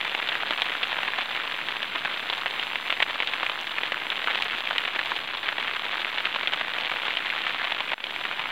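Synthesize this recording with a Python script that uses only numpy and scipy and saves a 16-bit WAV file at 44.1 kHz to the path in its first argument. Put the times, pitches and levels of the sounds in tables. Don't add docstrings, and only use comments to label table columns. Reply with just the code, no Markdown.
import sys
import numpy as np
from scipy import signal
from scipy.fft import rfft, irfft, next_fast_len
from scipy.io import wavfile
from scipy.ndimage import uniform_filter1d

SR = 44100
rng = np.random.default_rng(int(sys.argv[2]) if len(sys.argv) > 2 else 0)


def put_to_file(sound):
    columns = np.atleast_2d(sound).T
    safe = np.clip(columns, -1, 1)
    whole_steps = np.round(safe * 32767)
    wavfile.write(sys.argv[1], SR, whole_steps.astype(np.int16))


def decibels_to_gain(level_db):
    exponent = np.asarray(level_db, float) / 20
    return 10 ** exponent


N = 375291
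CHANGE_S, FADE_S = 7.9425, 0.095
TAP_SAMPLES, LEAD_SAMPLES = 1024, 14

# start in seconds, peak in dB, ring in Hz, thud in dB against the ring.
HEAVIEST = [(0.5085, -7.5, 2870, -12.5), (0.62, -3, 2970, -21), (0.8343, -6.5, 2860, -25),
            (1.033, -9.5, 2090, -17), (2.0572, -8, 1890, -22), (2.3, -7.5, 3290, -18.5),
            (2.46, -7, 2080, -13.5), (2.7569, -7.5, 2170, -22), (2.904, -3.7, 2450, -26),
            (2.9258, -5, 2460, -18), (3.0033, -3.5, 1940, -17), (3.0246, -4.5, 2120, -16),
            (3.0275, -0.5, 2450, -27), (3.2028, -6.5, 2200, -18), (3.2739, -8.5, 3300, -33),
            (3.336, -9, 2300, -17), (3.4973, -7.5, 2480, -15), (3.8343, -7, 2380, -18),
            (4.274, -6.5, 1840, -15), (4.4228, -6.5, 2820, -26), (4.7099, -9, 1920, -6),
            (4.782, -7, 2480, -25), (4.992, -6.5, 2050, -30), (5.489, -5.5, 2130, -24),
            (6.255, -5.5, 2200, -24), (6.4736, -6.5, 2900, -24), (7.171, -7, 2770, -25),
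            (7.302, -8.5, 2620, -30), (7.65, -10.5, 2550, -18), (8.2529, -8, 1940, -16)]
# start in seconds, peak in dB, ring in Hz.
CRISP_DROPS = [(0.012, -9.5, 2560), (0.2892, -7, 2920), (0.354, -10.5, 1890), (0.831, -8, 2600),
               (1.0791, -10.5, 2130), (1.3646, -11.5, 2450), (1.6863, -8.5, 2360), (1.8295, -13, 3100),
               (2.5969, -9, 2830), (2.6283, -11, 2080), (3.224, -9.5, 2380), (3.465, -8.5, 2350),
               (3.784, -10, 2200), (4.1026, -11, 2800), (4.1228, -10.5, 2080), (4.283, -13, 1580),
               (4.3042, -9, 2240), (4.311, -10, 2560), (4.3484, -9, 2340), (4.3563, -8.5, 2800),
               (4.5495, -14, 2600), (5.4843, -11.5, 2560), (5.68, -12, 2350), (6.1834, -7.5, 2740),
               (6.5362, -6, 2970), (7.107, -11, 2150), (7.261, -12, 2050), (7.4675, -7.5, 2040),
               (7.722, -9, 2780), (8.041, -10.5, 2900)]
# start in seconds, peak in dB, ring in Hz.
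DULL_DROPS = [(0.1494, -8.5, 2350), (0.1906, -14.5, 2880), (0.2278, -10, 2040), (0.376, -19, 2070),
              (0.4334, -12.5, 1670), (0.704, -14, 2090), (0.929, -11.5, 2200), (0.988, -11.5, 2260),
              (1.188, -9, 1920), (1.9591, -9, 2030), (2.05, -11, 1960), (2.3292, -14, 2880),
              (2.4655, -11, 2210), (3.0979, -13, 2100), (3.408, -14, 2200), (3.4311, -8, 1790),
              (3.9211, -8.5, 2190), (4.762, -10.5, 2100), (4.9608, -11, 2010), (5.1185, -11.5, 1380),
              (5.5829, -8.5, 2210), (6.3608, -10.5, 2760), (6.4337, -12.5, 2420), (6.6122, -9, 1790),
              (6.7853, -10.5, 2280), (6.9164, -9, 2000), (7.082, -9, 2470), (7.8054, -8.5, 2570),
              (7.9184, -9.5, 2300), (7.9335, -8.5, 2180)]
# start in seconds, peak in dB, ring in Hz.
RETURN_DROPS = [(7.9803, -20, 2000), (8.004, -17, 2500), (8.0685, -17, 3200), (8.1083, -14.5, 2790),
                (8.141, -18, 2600), (8.1624, -12, 2090), (8.2384, -15, 2300), (8.3131, -14.5, 1500),
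                (8.3946, -12, 2400), (8.4025, -14, 2000), (8.4393, -15, 2200), (8.4575, -14, 2290),
                (8.485, -21, 2800)]


def big_drops():
    drops = list(HEAVIEST)
    for table, thud_db in ((CRISP_DROPS, -21.5), (DULL_DROPS, -13.5), (RETURN_DROPS, -16.5)):
        drops += [(*drop, thud_db) for drop in table]
    start_s, peak_db, ring_hz, thud_db = np.transpose(drops)
    rows = taps(ring_hz, thud_db + 16, width=0.92, rattle_db=-21.5, rattle_t60_s=0.028, lumpy_db=3.0)
    return scatter(rows, start_s, peak_db - 0.6)


# frequency in Hz, gain in dB.
CLOTH_RESPONSE = [(30, -52), (120, -11), (400, -9), (1000, 2.5), (2200, -2), (3500, -3.5), (3900, -8.5),
                  (4500, -18.5), (5400, -31.5), (7300, -33.5), (9500, -48.5), (20000, -102)]


def taps(ring_hz, thud_db, width, rattle_db, rattle_t60_s, lumpy_db):
    t = np.arange(TAP_SAMPLES) / SR
    hz = np.arange(TAP_SAMPLES // 2 + 1) * SR / TAP_SAMPLES
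    chance = rng.standard_normal((len(ring_hz), TAP_SAMPLES + TAP_SAMPLES // 32))

    lumps = decibels_to_gain(lumpy_db * np.repeat(chance[:, TAP_SAMPLES:], 32, axis=1))
    ending = np.clip((0.021 - t) / 0.012, 0, 1) * (t > 0.0003)
    push = decibels_to_gain(rattle_db - 60 * t / rattle_t60_s) * lumps * chance[:, :TAP_SAMPLES] * ending
    push[:, 0] = np.sign(chance[:, 0] - 0.9)

    r = 1j * hz / ring_hz[:, None]
    ring = width * r / (1 + width * r + r ** 2)
    low = 1j * hz / 560
    thud = decibels_to_gain(thud_db)[:, None] * 1.8 * low / (1 + 1.81 * low + low ** 2) * low / (0.29 + low)
    high = (hz / 6500) ** 2
    spray = decibels_to_gain(-4.5 + 6.4 * chance[:, 1:2]) * high / (1 + high ** 2)

    body = ring * (ring + 0.38) + thud + spray
    rows = irfft(rfft(push) * body * causal(slope(CLOTH_RESPONSE, hz)))
    return rows / np.abs(rows[:, :2 * LEAD_SAMPLES]).max(axis=1, keepdims=True)


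def slope(table, hz):
    table_hz, db = np.transpose(table)
    return np.interp(np.log(np.maximum(hz, 1)), np.log(table_hz), db)


def causal(db):
    cepstrum = irfft(db * np.log(10) / 20)
    half = len(cepstrum) // 2
    cepstrum[1:half] *= 2
    cepstrum[half + 1:] = 0
    return np.exp(rfft(cepstrum))


def scatter(rows, start_s, db):
    at = (start_s * SR).astype(int)[:, None] + np.arange(rows.shape[1])
    sized = rows * decibels_to_gain(db)[:, None]
    line = np.bincount(at.ravel(), sized.ravel(), N + TAP_SAMPLES + SR)
    return line[LEAD_SAMPLES:N + LEAD_SAMPLES]


def any_drops(count, spread_octaves, rattle_db, rattle_t60_s):
    patch, heavy = rng.random((count, 2)).T
    ring_hz = 2300 * 2 ** (spread_octaves * (patch - 0.5))
    thud_db = -3 + 10 * (heavy - 0.5)
    return taps(ring_hz, thud_db, width=1.0, rattle_db=rattle_db, rattle_t60_s=rattle_t60_s, lumpy_db=4.5)


# time in seconds, level in dB.
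PATTER_LEVEL = [(0.0, -30.5), (0.66, -31), (0.83, -31), (1.54, -31), (1.73, -32.5), (2.25, -31.5),
                (2.7, -32.5), (2.87, -31.5), (3.46, -31.5), (3.72, -32), (5.14, -30.5), (5.33, -33.5),
                (5.57, -31.5), (7.7, -30.5), (8.1, -35), (8.41, -32), (8.51, -31.5)]


def middling_drops():
    drops_per_s, top_db, range_db = 44, 19, 7.5
    when, size = rng.random((int(drops_per_s * CHANGE_S), 2)).T
    start_s = when * CHANGE_S
    peak_db = np.interp(start_s, *np.transpose(PATTER_LEVEL)) + top_db - range_db * size
    rows = any_drops(count=len(start_s), spread_octaves=1.1, rattle_db=-25, rattle_t60_s=0.015)
    return scatter(rows, start_s, peak_db)


def patter():
    drops_per_s, kinds = 750, 2000
    when, size = rng.random((int(drops_per_s * N / SR), 2)).T
    size_db = np.minimum(-4.0 * np.log(size + 1e-9), 11)
    rows = any_drops(count=kinds, spread_octaves=1.3, rattle_db=-22, rattle_t60_s=0.016)
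    rows = rows[np.arange(len(when)) % kinds]
    small = level(scatter(rows, when * N / SR, size_db), 0)
    swell_db = np.interp(np.arange(N) / SR, *np.transpose(PATTER_LEVEL))
    return small * decibels_to_gain(swell_db - 0.5)


def level(x, db):
    return x * decibels_to_gain(db) / np.sqrt(np.mean(x ** 2))


# start in seconds, peak in dB, pitch in Hz.
SPLASH_TICKS = [
    (.8802, -37, 6200),
    (1.1872, -36, 6500),
    (3.6128, -30, 5960),
    (4.4442, -37, 6250),
    (5.1133, -39, 6200),
]


def splashes():
    start_s, peak_db, hz = np.transpose(SPLASH_TICKS)
    t = np.arange(256) / SR
    shape = t / 0.00026 * np.exp(1 - t / 0.00019)
    fizz = np.diff(rng.standard_normal((len(start_s), 257))) * np.exp(-t / 0.0015) * 0.12
    return scatter(shape * np.sin(2 * np.pi * hz[:, None] * t) + fizz, start_s, peak_db)


# frequency in Hz, density in dB per Hz.
WASH_SPECTRUM = [(25, -26), (55, -16), (120, -11.5), (300, -4.5), (900, -11.5), (2300, -3.5), (3600, -7),
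                 (4500, -18.5), (5500, -35), (9000, -54)]


def wash():
    noise = coloured(lambda hz: decibels_to_gain(slope(WASH_SPECTRUM, hz)), channels=1)[0]
    return level(noise * decibels_to_gain(1.1 * walk(25)), -42.5)


def coloured(gain_at, channels):
    size = next_fast_len(N)
    gain = gain_at(np.arange(size // 2 + 1) * SR / size)
    return irfft(rfft(rng.standard_normal((channels, size))) * gain, size)[:, :N]


def walk(rate_hz):
    hold = int(SR / rate_hz)
    steps = np.repeat(rng.standard_normal(N // hold + 1), hold)
    return 1.3 * uniform_filter1d(steps, hold)[:N]


# frequency in Hz, density in dB per Hz.
HISS_SPECTRUM = [(15, -40), (25, -13), (156, -6), (500, -4), (2300, -16), (4000, -11.5), (5800, -15.5),
                 (10000, -15.5), (13000, -16.5), (20000, -16.5)]
# time in seconds, level in dB.
HISS_DRIFT = [(0, 2), (1.5, 2), (4.2, 2.1), (5, 1), (8.5, 0.4)]


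def hiss():
    notch_hz, notch_width_hz = SR / 4, 1000
    whine_hz, whine_db = 12296, -88

    def gain(hz):
        off_hz = np.abs(hz - notch_hz) + 60
        return decibels_to_gain(slope(HISS_SPECTRUM, hz)) * off_hz / np.hypot(off_hz, notch_width_hz / 2)

    t = np.arange(N) / SR
    drift = decibels_to_gain(np.interp(t, *np.transpose(HISS_DRIFT)) + 0.85 * walk(30))
    whine = decibels_to_gain(whine_db) * np.sqrt(2) * np.sin(2 * np.pi * whine_hz * t)
    return level(coloured(gain, channels=2), -54) * drift + whine


def scene():
    since_s = np.arange(N) / SR - CHANGE_S
    rise = 0.06 + (np.maximum(since_s, 0) / (1.4 * FADE_S)) ** 1.2
    fade = uniform_filter1d(np.where(since_s < 0, 1, np.clip(rise, 0, 1)), 30)
    chop = uniform_filter1d(np.where((since_s > 0) & (since_s < 0.03), 0., 1.), 30)
    steady = middling_drops() + patter() + wash()
    rain = big_drops() * chop + steady * fade + splashes()
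    return np.tile(rain, (2, 1))


def band_limit(x):
    return signal.sosfilt(signal.butter(12, 17030, fs=SR, output="sos"), x)


def record(dry):
    since_s = np.arange(N) / SR - CHANGE_S
    fade = np.where(since_s < 0, 1, np.clip(0.3 + since_s / (2.2 * FADE_S), 0, 1))
    mix = np.tanh(0.79 * dry) / 0.8 + (hiss() - 0.0026) * fade
    top_cut = signal.ellip(16, 0.5, 80, 15860, fs=SR, output="sos")
    mix = signal.sosfilt(top_cut, mix)
    return band_limit(mix)


dry = scene()
out = record(dry)
put_to_file(out)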